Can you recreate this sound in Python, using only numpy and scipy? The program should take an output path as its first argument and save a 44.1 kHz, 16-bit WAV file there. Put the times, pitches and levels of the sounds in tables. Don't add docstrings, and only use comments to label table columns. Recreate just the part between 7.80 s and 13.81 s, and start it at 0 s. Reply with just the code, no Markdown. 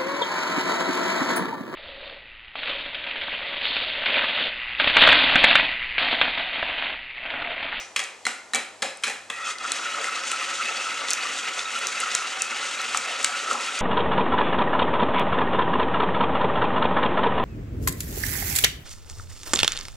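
import sys
import numpy as np
from scipy import signal
from scipy.fft import rfft, irfft
from scipy.io import wavfile
from scipy.ndimage import uniform_filter1d

SR = 44100
rng = np.random.default_rng(int(sys.argv[2]) if len(sys.argv) > 2 else 0)


def to_wav(sig):
    pcm = np.clip(np.atleast_2d(sig), -1, 1) * 32767
    pcm = np.round(pcm).astype(np.int16)
    wavfile.write(sys.argv[1], SR, pcm.T)


N = 265041
LEAD_IN = SR // 4

# pitch [Hz], width before damping [Hz], relative drive [dB].
BOWL = [(278, 14, 4.5), (536, 30, -15), (565.5, 34, 3.5), (706, 21, -7), (760, 32, 6.5), (1176, 9.1, -5),
        (1310, 16, 3), (1371.5, 45, -2), (1432, 41, -7.5), (1816, 34, -13), (1983, 270, -4.5),
        (2134, 130, 0), (2518, 180, 0.5), (2726, 130, -8.5), (3310, 55, -2.5), (3790, 46, -4.5),
        (4500, 47, -9)]
# time [s], pressure level [dB].
ENTRY = [(1.51, -24), (1.57, -11.5), (1.63, -9.5), (1.68, -0.5), (1.72, -1.5), (1.75, -17), (1.79, -12.5),
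         (1.85, -0.5)]
# time of nearest sweep [s], scrape level [dB], wire fizz level [dB], before swells.
ROUNDS = [(1.69, -32, -35.5), (1.96, -34, -37), (2.24, -35, -39), (2.49, -36, -36), (2.75, -34, -36),
          (3.02, -35, -37), (3.31, -34, -37.5), (3.57, -34, -38), (3.8, -36, -36.5), (4.08, -34, -37),
          (4.36, -34.5, -35.5), (4.62, -36.5, -40), (4.87, -34, -36.5), (5.17, -33.5, -37),
          (5.44, -35.5, -36.5), (5.72, -36, -37), (5.98, -34, -37)]


def gain_of(db):
    return 10 ** (np.asarray(db) / 20)


def evened(x):
    return x / np.sqrt(np.mean(x ** 2) + 1e-20)


def read(points, hz):
    f, value = np.transpose(points)
    return np.interp(np.log(hz + 1), np.log(f + 1), value)


def add(mix, s, sound):
    part = mix[round(s * SR) + LEAD_IN:][:len(sound)]
    part += sound[:len(part)]


def coloured(x, points):
    hz = np.fft.rfftfreq(x.shape[-1], 1 / SR)
    return irfft(rfft(x) * gain_of(read(points, hz)), x.shape[-1])


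def contacts(per_s, spread_db, size):
    strength = gain_of(spread_db * np.minimum(rng.exponential(1, size), 4))
    return strength * rng.choice([-1, 1], size) * (rng.random(size) < per_s / SR)


def bump(t, s, length):
    return np.exp(-((t - s) / length) ** 2)


def bowl(weight_db, damping=1):
    hz, width, db = np.transpose(BOWL)[:, :, None]
    t = np.arange(2048) / SR
    decay = np.exp(-np.pi * damping * width * t)
    return (gain_of(db + weight_db) * width * decay * np.sin(2 * np.pi * hz * t)).sum(0)


def knock(s, db, hz, second_hz, second_db, low_db):
    # frequency [Hz], relative density [dB per Hz].
    splash_spectrum = [(2500, -2.5), (4000, 2.5), (7500, 4.5), (10000, -5.5), (12500, -11.5), (15500, -66)]
    # pitch [Hz], width [Hz].
    wire_modes = [(4050, 82), (4980, 210), (5220, 21), (6740, 43), (7200, 8.2)]
    stirred = s > ENTRY[-1][0]
    froth_damping = 1.7 if stirred else 1
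    landing_s = 0.0016 if stirred else 0.0044
    chatter_base_db, chatter_follows = -22.5, 0.65
    stays_down_s, stirred_chatter_db = 1.45, -4
    wire_share = 0.6

    t = np.arange(SR // 4) / SR
    short_t = t[:2048]
    touches = contacts(5000, 1.57, len(t))
    touches[50] = 4.2

    modes_hz = np.array(BOWL)[:, :1]
    high = modes_hz > 900
    octaves_off = abs(np.log2(modes_hz / np.sqrt(hz * second_hz)))
    near = evened(bowl(np.where(high, -4.0 * octaves_off, -80), damping=4.8))
    spot_width_hz = np.array([[95], [150]]) * froth_damping
    spot_hz = np.array([[hz], [second_hz]])
    spot = np.exp(-np.pi * spot_width_hz * short_t) * np.sin(2 * np.pi * spot_hz * short_t)
    share = np.clip(gain_of(second_db), .05, .95)
    lower_share = np.sqrt(1 - share ** 2)
    ring = evened(lower_share * spot[0] + share * spot[1])

    thin = signal.butter(3, 1000, "high", fs=SR, output="sos")
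    early_t = t[:900]
    arrival = np.exp(-(early_t / landing_s) ** 2) * np.clip(early_t / (0.28 * landing_s), 0, 1) ** 2
    arrivals = touches[:900] * arrival
    lower, upper, rest = (evened(np.convolve(arrivals, v)) for v in (*spot, near))
    first = signal.sosfilt(thin, lower_share * lower + share * upper + 0.077 * rest)

    splash = evened(coloured(touches, splash_spectrum))
    rattle = signal.oaconvolve(touches, near + 0.1 * ring)[:len(t)]
    rattle = evened(signal.sosfilt(thin, rattle))
    wire_hz, wire_width = np.transpose(wire_modes)[:, :, None]
    struck = gain_of(-30 * abs(np.log2(wire_hz / second_hz)))
    loops = struck * np.exp(-np.pi * wire_width * short_t) * np.sin(2 * np.pi * wire_hz * short_t)
    wires = struck.max() * evened(signal.oaconvolve(touches, loops.sum(0))[:len(t)])

    chatter_db = chatter_base_db + (chatter_follows - 1) * db + stirred_chatter_db * (s > stays_down_s)
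    chatter = rattle + 0.67 * splash + wire_share * wires
    chatter *= gain_of(chatter_db - 60 * t / 0.36) * (1 - np.exp(-t / 0.0016))
    chatter[:len(first)] += first / abs(first).max()
    chatter[:900] += 1.6 * gain_of(chatter_db) * splash[:900] * arrival / arrival.max()

    shove = touches * (1 - np.exp(-t / 0.002)) * gain_of(-60 * t / 0.22)
    low = signal.oaconvolve(shove, bowl(np.where(high, -80, 0), damping=2.17))[:len(t)]
    return s, gain_of(db) * (chatter + gain_of(low_db) * low / abs(low).max())


def counter(x):
    # frequency [Hz], echo level [dB].
    echo_spectrum = [(200, -27), (4800, -50), (6500, -17), (8500, -0.5), (13000, -13)]
    echoes = rng.standard_normal(1500) * gain_of(-60 * np.arange(1500) / SR / 0.017)
    side = signal.oaconvolve(x, echoes / np.linalg.norm(echoes))[:len(x)]
    side = coloured(side, echo_spectrum)
    return np.array([side, -side])


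def diffuse(frames):
    # frequency [Hz], left-right likeness [0 to 1].
    likeness = [(40, 0.26), (150, 0.92), (400, 0.97), (1500, 0.82), (5000, 0.8), (8000, 0.42),
                (15000, 0.19)]
    a, b, c, d = rng.standard_normal((frames, 257, 4)).T
    hz = np.fft.rfftfreq(512, 1 / SR)
    same = read(likeness, hz)[:, None]
    left, other = a + 1j * b, c + 1j * d
    return hz, np.array([left, same * left + np.sqrt(1 - same ** 2) * other])


def kitchen(x):
    # frequency [Hz], time to fall 60 dB [s].
    t60_s = [(200, 0.31), (600, 0.5), (1500, 0.58), (4000, 0.41), (9000, 0.36), (14000, 0.17)]
    # frequency [Hz], level [dB].
    echo_spectrum = [(200, -2.5), (1000, -8.5), (3000, -8.5), (7000, -8), (12000, -4.5)]
    hz, z = diffuse(300)
    t = np.arange(300) * 128 / SR
    decay = gain_of(-60 * t / read(t60_s, hz)[:, None])
    tail = signal.istft(z * decay, nperseg=512, noverlap=384)[1]
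    tail *= np.clip((np.arange(tail.shape[1]) / SR - .003) / 0.00065, 0, 1)
    tail = coloured(tail / np.linalg.norm(tail[0]), echo_spectrum)
    return signal.oaconvolve(x[None], tail, axes=1)[:, :len(x)]


def background():
    # frequency [Hz], relative density [dB per Hz].
    air_spectrum = [(15, -59), (25, -29), (75, -16), (126, -24), (267, -2.5), (848, 4), (1570, -10),
                    (7700, -7.5), (10400, -18.5), (13500, -40), (15500, -57)]
    hum_tone = (99.3, -74.5)
    air_db, waver_db = -50, 3.6
    hz, z = diffuse(N // 128 + 5)
    shaped = z * gain_of(read(air_spectrum, hz))[:, None]
    air = evened(signal.istft(shaped, nperseg=512, noverlap=384)[1][:, :N])
    waver = evened(uniform_filter1d(uniform_filter1d(rng.standard_normal(N), 5000), 5000))
    hum_hz, hum_db = hum_tone
    hum = np.sqrt(2) * np.sin(2 * np.pi * hum_hz * np.arange(N) / SR)
    return gain_of(air_db) * air + gain_of(hum_db + waver_db * waver) * hum


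def click(s, db, hz):
    t = np.arange(600) / SR - .0014
    pitches = hz * np.array([[1], [.78], [1.3], [1.95]]) * rng.uniform(0.96, 1.04, (4, 1))
    decay = np.exp(-(t / 0.00023) ** 2 * (t < 0) - t * (t > 0) / 0.00036)
    snap = (gain_of([[0], [-8], [-9], [-9]]) * decay * np.sin(2 * np.pi * pitches * t)).sum(0)
    lags = (np.array([.0006, .0013, .0024]) * rng.uniform(0.78, 0.89, 3) * SR).astype(int)
    echoes = 0.19 * np.roll(snap, lags[0]) + 0.53 * np.roll(snap, lags[1]) + 0.2 * np.roll(snap, lags[2])
    snap = snap + echoes
    return s, gain_of(db) * snap / abs(snap).max()


def slow(count, size):
    return evened(uniform_filter1d(uniform_filter1d(rng.standard_normal((count, size)), 600), 400))


def dragged(size, surge_db, flutter_db, damping, low_hz, high_hz):
    touches, out = contacts(5000, 2.36, size) * gain_of(surge_db), np.zeros(size)
    group = [mode for mode in BOWL if low_hz < mode[0] < high_hz]
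    for (hz, width, db), flare in zip(group, slow(len(group), size)):
        r = np.exp(-np.pi * damping * width / SR)
        turn = 2 * np.pi * hz / SR
        drive = touches * gain_of(db + flutter_db * flare) * width * np.sin(turn)
        out += signal.lfilter([1], [1, -2 * r * np.cos(turn), r ** 2], drive)
    return evened(out)


def bubbles(size, per_s, low_hz, high_hz, cycles):
    out = np.zeros(size)
    for hz in np.geomspace(low_hz, high_hz, 16):
        turns = np.arange(int(3 * cycles * SR / hz)) * hz / SR
        rise = np.sin(2 * np.pi * turns * (1 + 0.0026 * turns))
        blip = np.exp(-turns / cycles) * (1 - np.exp(-turns)) * rise
        out += signal.oaconvolve(contacts(per_s / 16, 1.85, size), blip / np.linalg.norm(blip))[:size]
    return evened(out)


def turns_at(t):
    return np.interp(t, np.transpose(ROUNDS)[0], np.arange(len(ROUNDS)))


def swell_db(t, once_db, once_lag, twice_db, twice_lag, follows):
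    turns = turns_at(t)
    once = once_db * np.cos(2 * np.pi * (turns - once_lag))
    twice = twice_db * np.cos(4 * np.pi * (turns - twice_lag))
    return once + twice + follows * np.interp(t, *np.transpose(ENTRY))


def furrow(t, surge_db):
    resonance = (2752, 230, 0.2, 137, -44.5)
    swell = (3.7, 0.44, 0.56, 0.19, 1.5)
    mid_hz, swing_hz, lag, width, db = resonance
    hz = mid_hz - swing_hz * np.cos(2 * np.pi * (turns_at(t) - lag))
    turn, r = np.exp(2j * np.pi * np.cumsum(hz) / SR), np.exp(-np.pi * width / SR)
    rung = (turn * signal.lfilter([1], [1, -r], contacts(5000, 2.7, len(t)) / turn)).real
    return gain_of(db + surge_db + swell_db(t, *swell)) * evened(rung)


def stirring():
    # frequency [Hz], relative density [dB per Hz].
    fizz_spectrum = [(1650, -16.5), (2800, -2), (4360, -8), (6710, -5.5), (8200, -11), (11700, -31.5),
                     (14000, -77)]
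    slosh_spectrum = [(71, -57), (264, -19), (564, 34), (655, -4), (1100, -16), (1430, -34), (2420, -120)]
    # once a turn [dB], lag [turns], twice a turn [dB], lag [turns], follows entry [dB per dB].
    ring_swell = (0.31, 0.96, 0.13, 0.079, 0.96)
    scrape_swell = (1.4, -0.38, 1.74, -0.086, 1.1)
    fizz_swell = (0.92, 0.0033, 1.47, 0.0044, 1.17)
    liquid_swell = (4.5, -0.3, 3.4, 0.42, 0.5)
    ring_db, liquid_db, flutter_db = -35.5, -50, 1.5
    low_hz, mid_hz, top_hz = 1100, 1600, 9000

    size = N + LEAD_IN
    s, *columns = np.transpose(ROUNDS)
    t = (np.arange(size) - LEAD_IN) / SR
    scrape_db, fizz_db = (np.interp(t, s, c) for c in columns)
    surges_db = slow(count=4, size=size) * [[1.3], [2.2], [1.8], [1.5]]
    ring_surge, scrape_surge, fizz_surge, body_surge = surges_db

    body = dragged(size, body_surge, flutter_db, 0.61, 0, low_hz)
    ring = dragged(size, ring_surge, 2.2, 1.4, low_hz, mid_hz)
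    froth = np.clip((t - 1.7) / 0.5, 0, 1)
    clear = dragged(size, scrape_surge, 3.2, 0.64, mid_hz, top_hz)
    damped = dragged(size, scrape_surge, flutter_db, 1.5, mid_hz, top_hz)
    scrape = np.sqrt(1 - froth) * clear + np.sqrt(froth) * damped
    scrape = evened(scrape + 0.44 * froth * bubbles(size, 120, 1793, 4520, 9.1))

    fizz = contacts(9000, 2.9, size) * gain_of(0.47 * scrape_surge + fizz_surge)
    fizz = evened(fizz) + 0.29 * bubbles(size, 430, 3037, 9170, 30.0)
    fizz = evened(coloured(fizz, fizz_spectrum))
    slosh = evened(coloured(bubbles(size, 260, 241.0, 1200, 7.6), slosh_spectrum))

    liquid = gain_of(liquid_db + swell_db(t, *liquid_swell)) * (body + 0.55 * slosh)
    ring = gain_of(ring_db + swell_db(t, *ring_swell)) * ring
    scrape = gain_of(scrape_db + swell_db(t, *scrape_swell)) * scrape
    fizz = gain_of(fizz_db + swell_db(t, *fizz_swell)) * fizz
    start = np.clip((t - ENTRY[0][0] + 0.01) / 0.01, 0, 1)
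    return start * (ring + scrape + froth * furrow(t, scrape_surge) + fizz + liquid)


def catch(s, db, hz):
    width_hz, catch_s, clear_catch_s = 137, 0.011, 0.026
    t = np.arange(8192) / SR
    short_t = t[:2048]
    spot = short_t * np.exp(-np.pi * width_hz * short_t) * np.sin(2 * np.pi * hz * short_t)
    rung = signal.oaconvolve(contacts(5000, 1.5, len(t)), spot)[:len(t)]
    rung *= bump(t, t[-1] / 2, clear_catch_s if s < ENTRY[3][0] - catch_s else catch_s)
    return s - t[-1] / 2, gain_of(db) * rung / np.sqrt(2 * uniform_filter1d(rung ** 2, 600).max())


def slop(s, db, hz, length):
    spread_octaves = 0.66
    t = np.arange(SR // 3) / SR
    f = np.fft.rfftfreq(len(t), 1 / SR)
    gulp = bubbles(len(t), 1800, 0.645 * hz, 1.494 * hz, 5.4)
    gulp = irfft(rfft(gulp) * bump(np.log2(f + 1), np.log2(hz), spread_octaves), len(t))
    return s - t[-1] / 2, gain_of(db) * evened(gulp) * bump(t, t[-1] / 2, length)


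def thump(s, db):
    t = np.arange(3000) / SR
    return s, gain_of(db) * np.sin(2 * np.pi * 100 * t) * np.exp(-t / 0.0027)


def scene():
    # time [s], level [dB], ring pitch [Hz], higher ring pitch [Hz],
    # share of the higher ring [dB], low modes [dB].
    knocks = [(-.12, -1.5, 2450, 5900, 0.5, -22), (0.1608, -17.5, 1390, 3300, 0, -26),
              (0.1616, -13.5, 2540, 4500, -9.5, -28), (0.192, -18, 2450, 3300, -1, -13.5),
              (0.2008, -29.5, 2130, 2670, -12, -4), (0.452, -19, 2050, 4200, -3.5, -22),
              (0.4658, -12.5, 1450, 2180, -3, -13.5), (0.7343, -14.5, 1840, 3950, -6.5, -19),
              (0.7455, -18, 2320, 2310, 8, -5), (0.753, -18, 2380, 3300, -3, -27),
              (0.7593, -20, 1410, 2500, -17, -22), (1.0203, -21.5, 3320, 5300, -5, -7.5),
              (1.023, -16, 1670, 4110, -6, -10), (1.026, -17.5, 1316, 2480, -4.5, -13),
              (1.2253, -41, 1500, 2400, -11, -17), (1.2355, -14.5, 2520, 3150, -1, -48),
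              (1.2391, -17.5, 1410, 4180, -4.5, -39), (1.244, -23, 2370, 2400, -8, -42),
              (1.2697, -23.5, 1850, 3200, -21, -4.5), (1.279, -23, 1800, 2480, -5, -11),
              (1.297, -23, 1810, 2520, -3, -9), (1.4992, -22, 1200, 1860, -6.5, -39),
              (1.5004, -20, 2660, 3340, -2, -9.5), (1.918, -18, 1960, 4140, 0, -23),
              (2.2428, -13.5, 2030, 2520, -10, -20), (2.516, -14, 1400, 2470, -1, -18.5),
              (4.35, -15.5, 2270, 3970, -1.5, -39), (5.1462, -10.5, 1270, 2920, -28.5, -18),
              (5.174, -20, 2660, 4230, -15, -15.5), (5.4449, -12.5, 1520, 4470, -2.5, -33),
              (5.4456, -12, 2300, 3000, -0.5, -37), (5.7112, -14, 1320, 2080, -27, -13)]
    # time [s], level [dB], pitch [Hz].
    clicks = [(0.1636, -12.5, 6640), (0.19, -21, 5860), (0.2386, -20, 6900), (0.464, -25, 6850),
              (0.7465, -7.5, 7540), (0.753, -14, 5930), (0.758, -12.5, 7260), (1.1708, -31, 8040),
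              (1.784, -21.5, 4500), (1.918, -7, 7350), (2.515, -14.5, 8100), (3.284, -14, 3800),
              (3.3047, -6.5, 7100), (3.311, -10.5, 4720), (3.3324, -6, 6440), (3.7916, -12.5, 3640),
              (3.989, -23, 8360), (4.069, -9.5, 6440), (4.2015, -14.5, 8400), (4.3495, -3, 7140),
              (4.6192, -5, 7070), (5.015, -18.5, 6300), (5.172, -7.5, 7100), (5.428, -17, 7640),
              (5.444, -2.5, 7130), (5.73, -17, 6800), (5.989, -16.5, 6800)]
    # time [s], level [dB], pitch [Hz].
    catches = [(1.53, -39, 1200), (1.534, -32, 1934), (1.545, -36, 2540), (1.6, -31.5, 1270),
               (1.6, -34, 1950), (1.64, -29, 1310), (1.645, -34.5, 2540), (1.645, -39, 3420),
               (1.715, -31.5, 2010), (1.76, -39, 2030), (1.681, -28.5, 1280), (1.717, -34, 1230),
               (1.815, -32.5, 1320), (1.853, -23, 1330), (2.061, -25, 1376), (2.071, -35, 2480),
               (2.149, -27.5, 1336), (2.181, -28, 1264), (2.284, -24.5, 1337), (2.37, -32.5, 1280),
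               (2.446, -31, 1324), (2.54, -24.5, 1360), (2.62, -28, 1240), (2.712, -37, 1360),
               (2.812, -22.5, 1330), (2.856, -31.5, 2570), (2.89, -27.5, 2700), (2.9, -26.5, 1315),
               (3.005, -29, 1330), (3.01, -28.5, 2640), (3.071, -26, 1334), (3.451, -28, 1255),
               (3.495, -35, 1200), (3.86, -34.5, 3780), (3.96, -25, 1355), (4.085, -39, 3740),
               (4.239, -21.5, 1343), (4.27, -30, 1270), (4.45, -29, 1340), (4.49, -37, 3880),
               (4.613, -25.5, 2590), (4.83, -28, 1360), (5.261, -31.5, 2550), (5.545, -26.5, 1397),
               (5.675, -23, 1320), (5.714, -25, 1303), (5.76, -28, 1310), (5.889, -25.5, 1350)]
    # time [s], level [dB], centre pitch [Hz], length [s].
    slops = [(2.199, -36.5, 627, 0.033), (2.914, -33.5, 647, 0.0069), (3.231, -41, 600, 0.037),
             (5.294, -38, 696, 0.047), (5.496, -38, 773, 0.014), (5.688, -39.5, 504, 0.066),
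             (5.765, -31.5, 1053, 0.044)]
    # time [s], level before decay [dB].
    thumps = [(5.442, -38)]
    # frequency [Hz], gain [dB].
    mic_response = [(25, -52), (60, -29), (125, -21.5), (250, -6.5), (500, -2.5), (11000, 3),
                    (13000, -10.5), (15500, -29)]

    whisk, snaps, jolts = stirring(), np.zeros(N + LEAD_IN), np.zeros(N + LEAD_IN)
    for row in knocks:
        add(whisk, *knock(*row))
    for row in catches:
        add(whisk, *catch(*row))
    for row in slops:
        add(whisk, *slop(*row))
    for row in clicks:
        add(snaps, *click(*row))
    for row in thumps:
        add(jolts, *thump(*row))
    heard = whisk + snaps + counter(whisk + snaps) + kitchen(whisk + .5 * snaps)
    return (coloured(heard, mic_response) + jolts)[:, LEAD_IN:] + background()


def record(dry):
    # frequency [Hz], left over right [dB].
    lean = [(40, -1), (100, 3), (600, 2.5), (1200, 1), (2300, -0.7), (4500, 0.5), (8000, 1), (13000, -5)]
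    # frequency [Hz], phase by which left leads [radians].
    lead = [(100, 0.64), (1200, 0.28), (5500, 0.4), (7200, 0.16), (8600, -0.62), (9800, 1), (12000, 1)]
    edge_hz = 15760
    hz = np.fft.rfftfreq(N, 1 / SR)
    half = gain_of(read(lean, hz) / 2) * np.exp(.5j * read(lead, hz))
    ports = irfft(rfft(dry) * np.array([half, 1 / half]), N)
    low_pass = signal.firwin(511, edge_hz, window=("kaiser", 9), fs=SR)
    return signal.oaconvolve(ports, low_pass[None], "same")


dry = scene()
out = record(dry)
to_wav(out)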